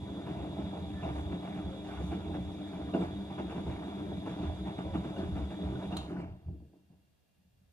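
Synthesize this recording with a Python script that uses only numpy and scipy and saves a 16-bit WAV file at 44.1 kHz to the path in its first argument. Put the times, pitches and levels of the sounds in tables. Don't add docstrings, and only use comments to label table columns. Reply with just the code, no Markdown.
import sys
import numpy as np
from scipy import signal
from scipy.fft import rfft, irfft, next_fast_len
from scipy.io import wavfile
from scipy.ndimage import uniform_filter1d, map_coordinates

SR = 44100
rng = np.random.default_rng(int(sys.argv[2]) if len(sys.argv) > 2 else 0)


def digitize_waveform(pressure):
    field = np.atleast_2d(pressure).T
    bounded = np.clip(field, -1, 1)
    quanta = np.round(bounded * 32767).astype(np.int16)
    wavfile.write(sys.argv[1], SR, quanta)


N = 340665
T = np.arange(N) / SR
TOP_HZ = 15000

# (time [s], swell time [s], relative level [dB],
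# weight of the knock [dB], wetness of the slap [dB])
GARMENTS = [(0.25, 0.031, -48, 7.5, -11.5), (0.347, 0.077, -49, 7, -13.5), (0.56, 0.034, -48, 6, -13),
            (0.72, 0.03, -43.5, 1.5, -21), (1.018, 0.028, -40.5, 4, -15), (1.075, 0.024, -49.5, 4, -15),
            (1.149, 0.023, -51.5, 4.5, -5.5), (1.294, 0.025, -50, 9.5, -9.5),
            (1.415, 0.037, -47.5, 5.5, -11), (1.544, 0.029, -49.5, 8, -10.5),
            (1.834, 0.069, -55.5, -12, -2.5), (1.998, 0.014, -55.5, 17, -5), (2.105, 0.021, -49, 9.5, -7),
            (2.235, 0.049, -49.5, 10.5, -24.5), (2.338, 0.013, -54.5, 10.5, -2),
            (2.7, 0.061, -47.5, 3, -15.5), (2.932, 0.022, -38.5, 8, -15.5), (2.998, 0.022, -43.5, 7, -12),
            (3.297, 0.017, -45.5, -2.5, -14.5), (3.376, 0.017, -45, 9, -10), (3.49, 0.024, -48.5, 9, -7.5),
            (3.554, 0.024, -46, 6.5, -13), (3.648, 0.051, -45.5, 5.5, -13.5),
            (3.749, 0.093, -52.5, -4, -11), (4.11, 0.011, -57.5, 16.5, -27.5), (4.25, 0.028, -47.5, 10, -7),
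            (4.377, 0.01, -46.5, 8, -13.5), (4.408, 0.022, -52, 8.5, -4), (4.651, 0.024, -46, 6.5, -11),
            (4.776, 0.012, -49, 10, -6.5), (4.846, 0.022, -46, 3.5, -21), (4.934, 0.018, -47, 9.5, -6),
            (5.029, 0.027, -46.5, 8.5, -11.5), (5.151, 0.042, -47.5, 6.5, -11),
            (5.349, 0.025, -46, 7.5, -10.5), (5.501, 0.014, -51.5, 9.5, -6.5),
            (5.595, 0.076, -49.5, 11, -13.5), (5.785, 0.032, -49, 7, -10.5), (5.903, 0.023, -42, -3.5, -15),
            (6.083, 0.031, -55.5, 17.5, -6.5), (6.155, 0.03, -49, 10.5, -11), (6.41, 0.027, -71, -8, -14.5),
            (6.453, 0.054, -73, 23, -27), (6.598, 0.021, -78.5, 24.5, -23), (6.728, 0.022, -74, 12, -16),
            (6.889, 0.031, -72.5, 9, -24)]
# (frequency [Hz], half-width [Hz], relative level [dB])
TUB_MODES = [(41.8, 4.4, -10), (70.1, 3.25, 4.5), (85.8, 6.6, 3), (129.7, 11, -4), (144.8, 9.9, -9.5),
             (176.3, 10.2, -0.5), (186, 8.2, 2), (232, 38, -10.5), (283.6, 16, -4.5), (312.7, 12, -3.5),
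             (341.8, 12, -7), (381.6, 13, -10.5), (413.6, 14, -12), (458, 19, -13.5), (526, 33, -17),
             (610, 16.7, -8), (657, 15, -6.5), (701, 25, -10.5), (791, 24, -12.5), (899, 190, -18.5),
             (979, 27, -15.5), (1460, 27, -20), (1500, 26, -27.5), (2720, 35, -31.5), (2835, 35, -28.5)]
# (frequency [Hz], relative level [dB])
MAINS_LINES = [(99.8, -56), (199.6, -48), (299.6, -49), (399.4, -57)]
# (time [s], relative level [dB])
RELAY_CONTACTS = [(5.9677, -38.5), (5.9712, -35.5), (5.9762, -45.5)]
# (time [s], share of full drum speed [0-1])
COASTING = [(5.97, 0.99), (6.06, 0.87), (6.225, 0.46), (6.3, 0.32), (6.38, 0.11), (6.6, 0.03)]


def amp(db):
    return 10 ** (np.asarray(db) / 20)


def unit(x):
    return x / np.sqrt(np.mean(x ** 2) + 1e-20)


def along(points, hz):
    f, v = np.transpose(points)
    return np.interp(np.log(hz + 1), np.log(f + 1), v)


def wobble(rate):
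    knots = rng.standard_normal(int(N * rate / SR) + 4)
    return map_coordinates(knots, [T * rate])


def peaks(modes, hz):
    return np.sqrt(sum(amp(2 * db) / (1 + ((hz - f) / w) ** 2) ** 2 for f, w, db in modes))


def band(hz, lo_hz, hi_hz):
    return 1 / np.sqrt((1 + (lo_hz / (hz + 1)) ** 12) * (1 + (hz / hi_hz) ** 12))


def rippled(spectrum, hz, ripple_db, spacing_hz=35, blend_hz=7000):
    knots = hz / spacing_hz
    ripple = map_coordinates(rng.standard_normal(2048), [knots], mode="mirror")
    return amp(along(spectrum, hz) + ripple_db * ripple / (1 + (hz / blend_hz) ** 2))


def ringing(gain, size=32768):
    g = gain(np.fft.rfftfreq(size, 1 / SR))
    cepstrum = irfft(np.log(g / g.max() + 1e-6))
    cepstrum[1:size // 2] *= 2
    cepstrum[size // 2 + 1:] = 0
    response = irfft(np.exp(rfft(cepstrum)))
    return response / np.linalg.norm(response)


def coloured(x, gain):
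    return signal.fftconvolve(x, ringing(gain))[:N]


def noise(gain):
    return unit(coloured(rng.standard_normal(N), gain))


def contacts(rate, spread_db):
    happens = rng.random(N) < rate / SR
    sign = rng.choice([-1, 1], N)
    return unit(happens * sign * amp(spread_db * rng.standard_normal(N)))


def even(x, span=0.13):
    size = int(span * SR) + 1
    power = uniform_filter1d(uniform_filter1d(x * x, size), size // 2)
    return x / np.sqrt(np.abs(power) + 1e-12)


def patchy(x, depth_db, size=512):
    z = signal.stft(x, nperseg=size)[2]
    field = uniform_filter1d(rng.standard_normal(z.shape), size=6, axis=0)
    field = uniform_filter1d(field, size=7, axis=1)
    return signal.istft(z * amp(depth_db * unit(field)), nperseg=size)[1][:N]


def blow(s, rise, t60):
    t = np.maximum(T - s, 0)
    return (1 - np.exp(-t / rise)) * np.exp(-np.log(1000) * t / t60)


def swells(rows):
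    return np.sqrt(sum(amp(2 * db) * np.exp(-2 * ((T - s) / half) ** 2) for s, half, db in rows))


def tones(lines, flutter_db, drift, shake=0.34):
    def line(hz):
        cycles = hz * np.cumsum(1 + drift * wobble(15)) / SR
        phase = 2 * np.pi * cycles + shake * wobble(30)
        return unit(amp(flutter_db * wobble(11)) * np.sin(phase))
    return sum(amp(db) * line(hz) for hz, db in lines)


def speed():
    return np.clip(np.interp(T, *np.transpose(COASTING), right=0), 0, 1)


def powered(coast_t60=0.13):
    return amp(-60 * np.maximum(T - RELAY_CONTACTS[0][0], 0) / coast_t60)


def rolling(db):
    return amp(db) * speed()


def pats(rate, lo_hz, hi_hz, spread_db=2.0):
    return even(coloured(contacts(rate, spread_db), lambda hz: peaks(TUB_MODES, hz) * band(hz, lo_hz, hi_hz)))


def landings(hit_db=-0.77, slosh_db=-11, slosh_slower=2.13):
    power = np.zeros((3, N))

    def swelling(u):
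        return u * np.exp(1 - u)

    for s, swell, db, weight_db, wet_db in GARMENTS:
        start = round(s * SR)
        u = T[:min(SR, N - start)] / swell
        hit = amp(hit_db) * swelling(u)
        slosh = amp(slosh_db) * swelling(u / slosh_slower)
        levels = amp([[db + weight_db], [db], [db + wet_db]])
        power[:, start:start + len(u)] += (levels * np.hypot(hit, slosh)) ** 2
    return np.sqrt(power)


def thuds(thud_db=0, roll_db=-52.5):
    # (time at the heaviest [s], half-length [s], relative level [dB])
    heap_rows = [(0.03, 0.095, -45), (0.447, 0.11, -43.5), (0.663, 0.057, -45), (0.917, 0.18, -42.5),
                 (1.11, 0.056, -39.5), (1.262, 0.081, -38), (1.676, 0.059, -40.5), (2.055, 0.093, -38),
                 (2.278, 0.099, -41), (2.454, 0.071, -40), (2.86, 0.054, -43.5), (3.105, 0.11, -43),
                 (3.708, 0.1, -40.5), (4.118, 0.057, -40.5), (4.498, 0.071, -35.5), (4.936, 0.099, -39),
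                 (5.324, 0.12, -37.5), (5.676, 0.068, -37.5), (5.94, 0.17, -43.5), (6.285, 0.079, -43.5),
                 (6.495, 0.044, -46), (6.56, 0.11, -49.5), (6.96, 0.14, -67), (7.627, 0.23, -69)]
    return amp(thud_db) * np.hypot(rolling(roll_db), swells(heap_rows)) * pats(150, 30, 133.0)


def drumming(knock, roll_db=-46.5, boom_db=-2.0, drum_db=-2.0, soft=0.65, lurch_db=2.5):
    force = soft + (1 - soft) * speed()
    boom = amp(boom_db) * pats(220, 131.0, 218)
    drum = amp(drum_db) * force * pats(300, 220.5, 506)
    return np.hypot(rolling(roll_db + lurch_db * wobble(12)), knock) * (boom + drum)


def steel(ring, roll_db=-51.5, ring_db=-4, first_db=5.0, firm_at=0.96):
    first = np.zeros(N)
    for s, swell, db, _, _ in GARMENTS:
        first[round((s + firm_at * swell) * SR)] += amp(db + first_db)
    firm = coloured(first, lambda hz: peaks(TUB_MODES, hz) * band(hz, 450, 1100))
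    flurry = np.hypot(rolling(roll_db), ring) * pats(500, 477, 1110, spread_db=1.5)
    return firm + amp(ring_db) * flurry


def slaps(slap, slap_db=7):
    # (frequency [Hz], relative density [dB])
    cloth_spectrum = [(250, -20.5), (500, -9.5), (750, 6.5), (1050, -4.5), (1500, -9.5), (2400, -18),
                      (2850, -13), (3300, -26.5), (4500, -49.5), (8000, -47.5), (15000, -68)]
    wet = coloured(contacts(1500, 4.8), lambda hz: amp(along(cloth_spectrum, hz)))
    return amp(slap_db) * slap * patchy(even(wet), depth_db=1.0)


def water(slap, roll_db=-68, swish_db=8, squeeze=0.5, spray_db=-82, spray_grows=0.95):
    # (frequency [Hz], relative density [dB])
    swish_spectrum = [(250, -47.5), (500, -5.5), (700, 4), (1000, -10), (1400, -5), (1900, -16),
                      (2350, -11), (2550, -18), (2750, -10), (3200, -31), (4500, -24.5), (8000, -41),
                      (13000, -58), (16000, -56.5)]
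    # (frequency [Hz], relative density [dB])
    fizz_colour = [(2000, -3.5), (4500, 8), (5500, 8), (7700, 15.5), (8900, -2.5), (10100, 15), (11300, -5),
                   (13200, 4.5), (14500, -15)]
    # (time at the densest [s], half-length [s], relative level [dB])
    spray_bursts = [(1.16, 0.08, -74.5), (2.06, 0.079, -72.5), (3.03, 0.064, -77), (6.105, 0.022, -77),
                    (6.21, 0.019, -79)]
    flow = np.hypot(rolling(roll_db), squeeze * slap)
    swish = coloured(contacts(1800, 0.69), lambda hz: rippled(swish_spectrum, hz, ripple_db=2.0))
    swish = patchy(even(swish), depth_db=3.0)
    fizz = coloured(contacts(6000, 3.8), lambda hz: rippled(fizz_colour, hz, ripple_db=5.5))
    fizz = patchy(even(fizz), depth_db=2.0)
    spray = amp(spray_db + 1.1 * wobble(15)) * (flow / amp(roll_db)) ** spray_grows
    return amp(swish_db) * flow * swish + np.hypot(spray * speed(), swells(spray_bursts)) * fizz


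def tub_knocks(focus, detune=0.011, cushion_s=0.003):
    # (time [s], relative peak level [dB], pitch that the row favours [Hz])
    knock_rows = [(0.308, -35, 185), (0.349, -37, 700), (0.567, -38, 693), (0.587, -31, 182),
                  (0.727, -36, 697), (0.817, -33, 188), (0.901, -36, 300), (0.951, -34.5, 186),
                  (1.03, -36, 760), (1.151, -42, 780), (1.239, -44, 680), (1.273, -39, 780),
                  (1.333, -29.5, 185), (1.347, -39.5, 689), (1.56, -34.5, 188), (1.656, -33, 300),
                  (1.974, -46.5, 1400), (2.034, -28, 173), (2.11, -40, 700), (2.263, -39, 676),
                  (2.395, -32, 183), (2.936, -30, 520), (2.937, -46.5, 2830), (2.942, -40, 1400),
                  (2.944, -20, 289.5), (2.947, -25.5, 700), (2.968, -23.5, 290), (2.981, -31.5, 190),
                  (3.019, -30.5, 303), (3.307, -35.5, 190), (3.383, -45, 1400), (3.879, -32.5, 301),
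                  (4.116, -34, 703), (4.173, -32, 189), (4.303, -33.5, 182), (4.38, -40.5, 750),
                  (4.428, -31, 297), (4.497, -37, 749), (4.789, -39.5, 700), (4.847, -40.5, 750),
                  (4.951, -27, 290), (4.976, -26, 182), (5.159, -38.5, 696), (5.164, -46.5, 2150),
                  (5.188, -30, 178), (5.228, -29, 308), (5.283, -32, 187), (5.589, -37.5, 700),
                  (5.754, -47.5, 1500), (5.824, -38, 697), (5.922, -49.5, 2860), (6.125, -32, 304),
                  (6.163, -45.5, 1400), (6.198, -42, 185), (6.455, -36.5, 83), (6.476, -36.5, 131),
                  (6.483, -53, 728), (6.52, -41, 184), (6.547, -45, 285), (6.599, -48, 182),
                  (6.602, -62, 700), (6.733, -60, 700), (6.736, -54, 335), (6.764, -52, 330),
                  (6.9, -59, 175), (6.934, -55.5, 142), (7.111, -73, 89.4), (7.391, -65, 175),
                  (7.449, -61.5, 172), (7.61, -61.5, 163)]
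    out = np.zeros(N + SR)
    shifts = 1 + detune * rng.standard_normal(len(knock_rows))
    for (s, db, pitch), shift in zip(knock_rows, shifts):
        def favoured(hz):
            return peaks(TUB_MODES, hz * shift) / (1 + (focus * np.log((hz + 1) / pitch)) ** 4)
        boom = ringing(favoured, size=16384)
        boom = boom * (1 - np.exp(-T[:len(boom)] / cushion_s))
        out[round(s * SR):][:len(boom)] += amp(db) * boom / np.abs(boom).max()
    return out[:N]


def motor(whine_db=-63.0, brush_db=-68.0, buzz=0.27, flutter_db=1.1, hiss_grows=2.5):
    # (frequency [Hz], half-width [Hz], relative level [dB])
    housing_modes = [(2354, 44, -4), (3345, 30, 2), (3434, 42, 5.5), (3590, 16, 3.5), (3646, 16, 1),
                     (3738, 37, 0.5), (3784, 37, 0), (3905, 80, -11)]
    # (frequency [Hz], relative density [dB])
    hiss_colour = [(300, 1), (700, 6.5), (1300, 10.5), (1900, 17), (2350, 10.5), (3100, 17.5), (3800, 4),
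                   (4150, 4.5), (4750, 12), (5400, 0.5), (6100, 6.5), (7700, 6), (8900, -6), (10100, 8.5),
                   (11200, 1), (12000, -20.5), (13200, -4.5), (14500, -23.5)]
    surge = 1 + buzz * np.sin(2 * np.pi * MAINS_LINES[0][0] * T)
    housing = even(coloured(surge * rng.standard_normal(N), lambda hz: peaks(housing_modes, hz)))
    whine = amp(whine_db + flutter_db * wobble(15)) * housing
    hiss = amp(brush_db) * noise(lambda hz: rippled(hiss_colour, hz, ripple_db=6.0))
    return powered() * whine + speed() ** hiss_grows * hiss


def hum():
    # (frequency [Hz], relative level [dB])
    rotor_lines = [(68.7, -53.5), (547, -63.5), (784, -70), (937, -77), (1346, -87.5), (1766, -79)]
    windings = tones(MAINS_LINES, flutter_db=3.5, drift=0.0035)
    rotor = tones(rotor_lines, flutter_db=10.5, drift=0.00794)
    return powered() * (windings + rotor)


def relay(snap_t60=0.015, rattle_db=-18, rattle_t60=0.36, rattle_top_hz=9500,
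          ring_db=-17.5, crack_db=-7, crack_t60=0.004, crack_hz=9500):
    # (frequency [Hz], relative density [dB])
    body_spectrum = [(200, -26), (700, 10.5), (1100, 9.5), (2000, -14.5), (2900, 2.5), (3500, 3),
                     (4100, 2.5), (5000, -14), (7500, -7), (8600, -13), (9800, -7), (12500, -21.5),
                     (15000, -19.5)]
    # (frequency [Hz], relative level [dB], decay by 60 dB [s])
    bracket_modes = [(2680, -0.5, 0.23), (3150, 5, 0.13), (3490, -20, 0.34), (3830, 1, 0.19),
                     (4080, 19, 0.03), (4240, -2, 0.23), (4360, -10, .2), (6050, -6, 0.16),
                     (6980, -5, 0.18), (8380, -1.5, 0.078)]

    def body(hz):
        return rippled(body_spectrum, hz, ripple_db=3.5)

    def blows(rise, t60):
        return sum(amp(db) * blow(s, rise, t60) for s, db in RELAY_CONTACTS)

    snap = blows(0.00016, snap_t60) * noise(body)
    rattle = blows(0.0015, rattle_t60) * noise(lambda hz: body(hz) / (1 + (hz / rattle_top_hz) ** 2))
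    s, db = RELAY_CONTACTS[0]
    crack = blow(s, 0.0001, crack_t60) * noise(lambda hz: band(hz, crack_hz, TOP_HZ))
    ring = sum(amp(level) * blow(s, 0.0008, t60) * np.sin(2 * np.pi * hz * (T - s))
               for hz, level, t60 in bracket_modes)
    return snap + amp(rattle_db) * rattle + amp(db + crack_db) * crack + amp(db + ring_db) * ring


def room_tone(room_db=-74, idle_db=-91.0, extra_db=8, settle_s=0.45, waver_db=-0.5):
    # (frequency [Hz], relative density [dB])
    air_spectrum = [(15, -22), (35, -7), (175, -6.5), (400, -17.5), (650, -16), (1050, -26.5), (2100, -27),
                    (3500, -27), (7000, -32.5), (14000, -33)]
    # (frequency [Hz], half-width [Hz], relative level [dB])
    singing_modes = [(1670, 60, -5), (2430, 60, -6.5), (2715, 25, -2.5), (2770, 28, 2.5), (3300, 45, -2.5),
                     (3610, 70, -8), (4570, 42, -6)]
    air = np.array([noise(lambda hz: amp(along(air_spectrum, hz))) for _ in range(2)])
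    settling_db = extra_db * np.exp(-np.maximum(T - COASTING[-2][0], 0) / settle_s)
    singing = even(noise(lambda hz: peaks(singing_modes, hz)))
    return amp(room_db) * air + amp(idle_db + settling_db + waver_db * wobble(6)) * singing


def ports(x, lag, t60, echo_db):
    # (frequency [Hz], relative level [dB])
    echo_spectrum = [(60, -10), (200, -24.5), (400, -5), (750, -8), (1300, -1), (2500, -4), (3500, 7.5),
                     (4500, 1.5), (9000, 1)]
    size = next_fast_len(N + SR)
    hz, t = np.fft.rfftfreq(size, 1 / SR), T[:SR // 4]
    walls = rfft(rng.standard_normal(len(t)) * amp(-60 * t / t60), size)
    echo = walls / np.abs(walls) * amp(along(echo_spectrum, hz) + echo_db)
    side = irfft(rfft(x, size) * (echo + 1j * np.sin(np.pi * hz * lag)))[:N]
    return np.array([x + side, x - side])


def roaming(x, near_lag=.00009, far_lag=0.00028):
    share = (1 + np.tanh(2 * wobble(5.3))) / 2
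    middle, side = (ports(x, lag=lag, t60=.17, echo_db=-1.0) for lag in (near_lag, far_lag))
    return share * middle + (1 - share) * side


def scene(left_db=-0.73, right_db=-0.03):
    knock, ring, slap = landings()
    sources = [thuds() + drumming(knock), steel(ring), slaps(slap), water(slap), tub_knocks(focus=3.11)]
    tub = sum(roaming(x) for x in sources)
    drive = ports(motor() + relay(), lag=0.00036, t60=0.16, echo_db=-6.0)
    drive = drive + ports(hum(), lag=0.0003, t60=.17, echo_db=-3.5)
    return (tub + drive) * amp([[left_db], [right_db]]) + room_tone()


def record(dry):
    return signal.sosfilt(signal.ellip(10, .1, 90, TOP_HZ, fs=SR, output="sos"), dry)


dry = scene()
out = record(dry)
digitize_waveform(out)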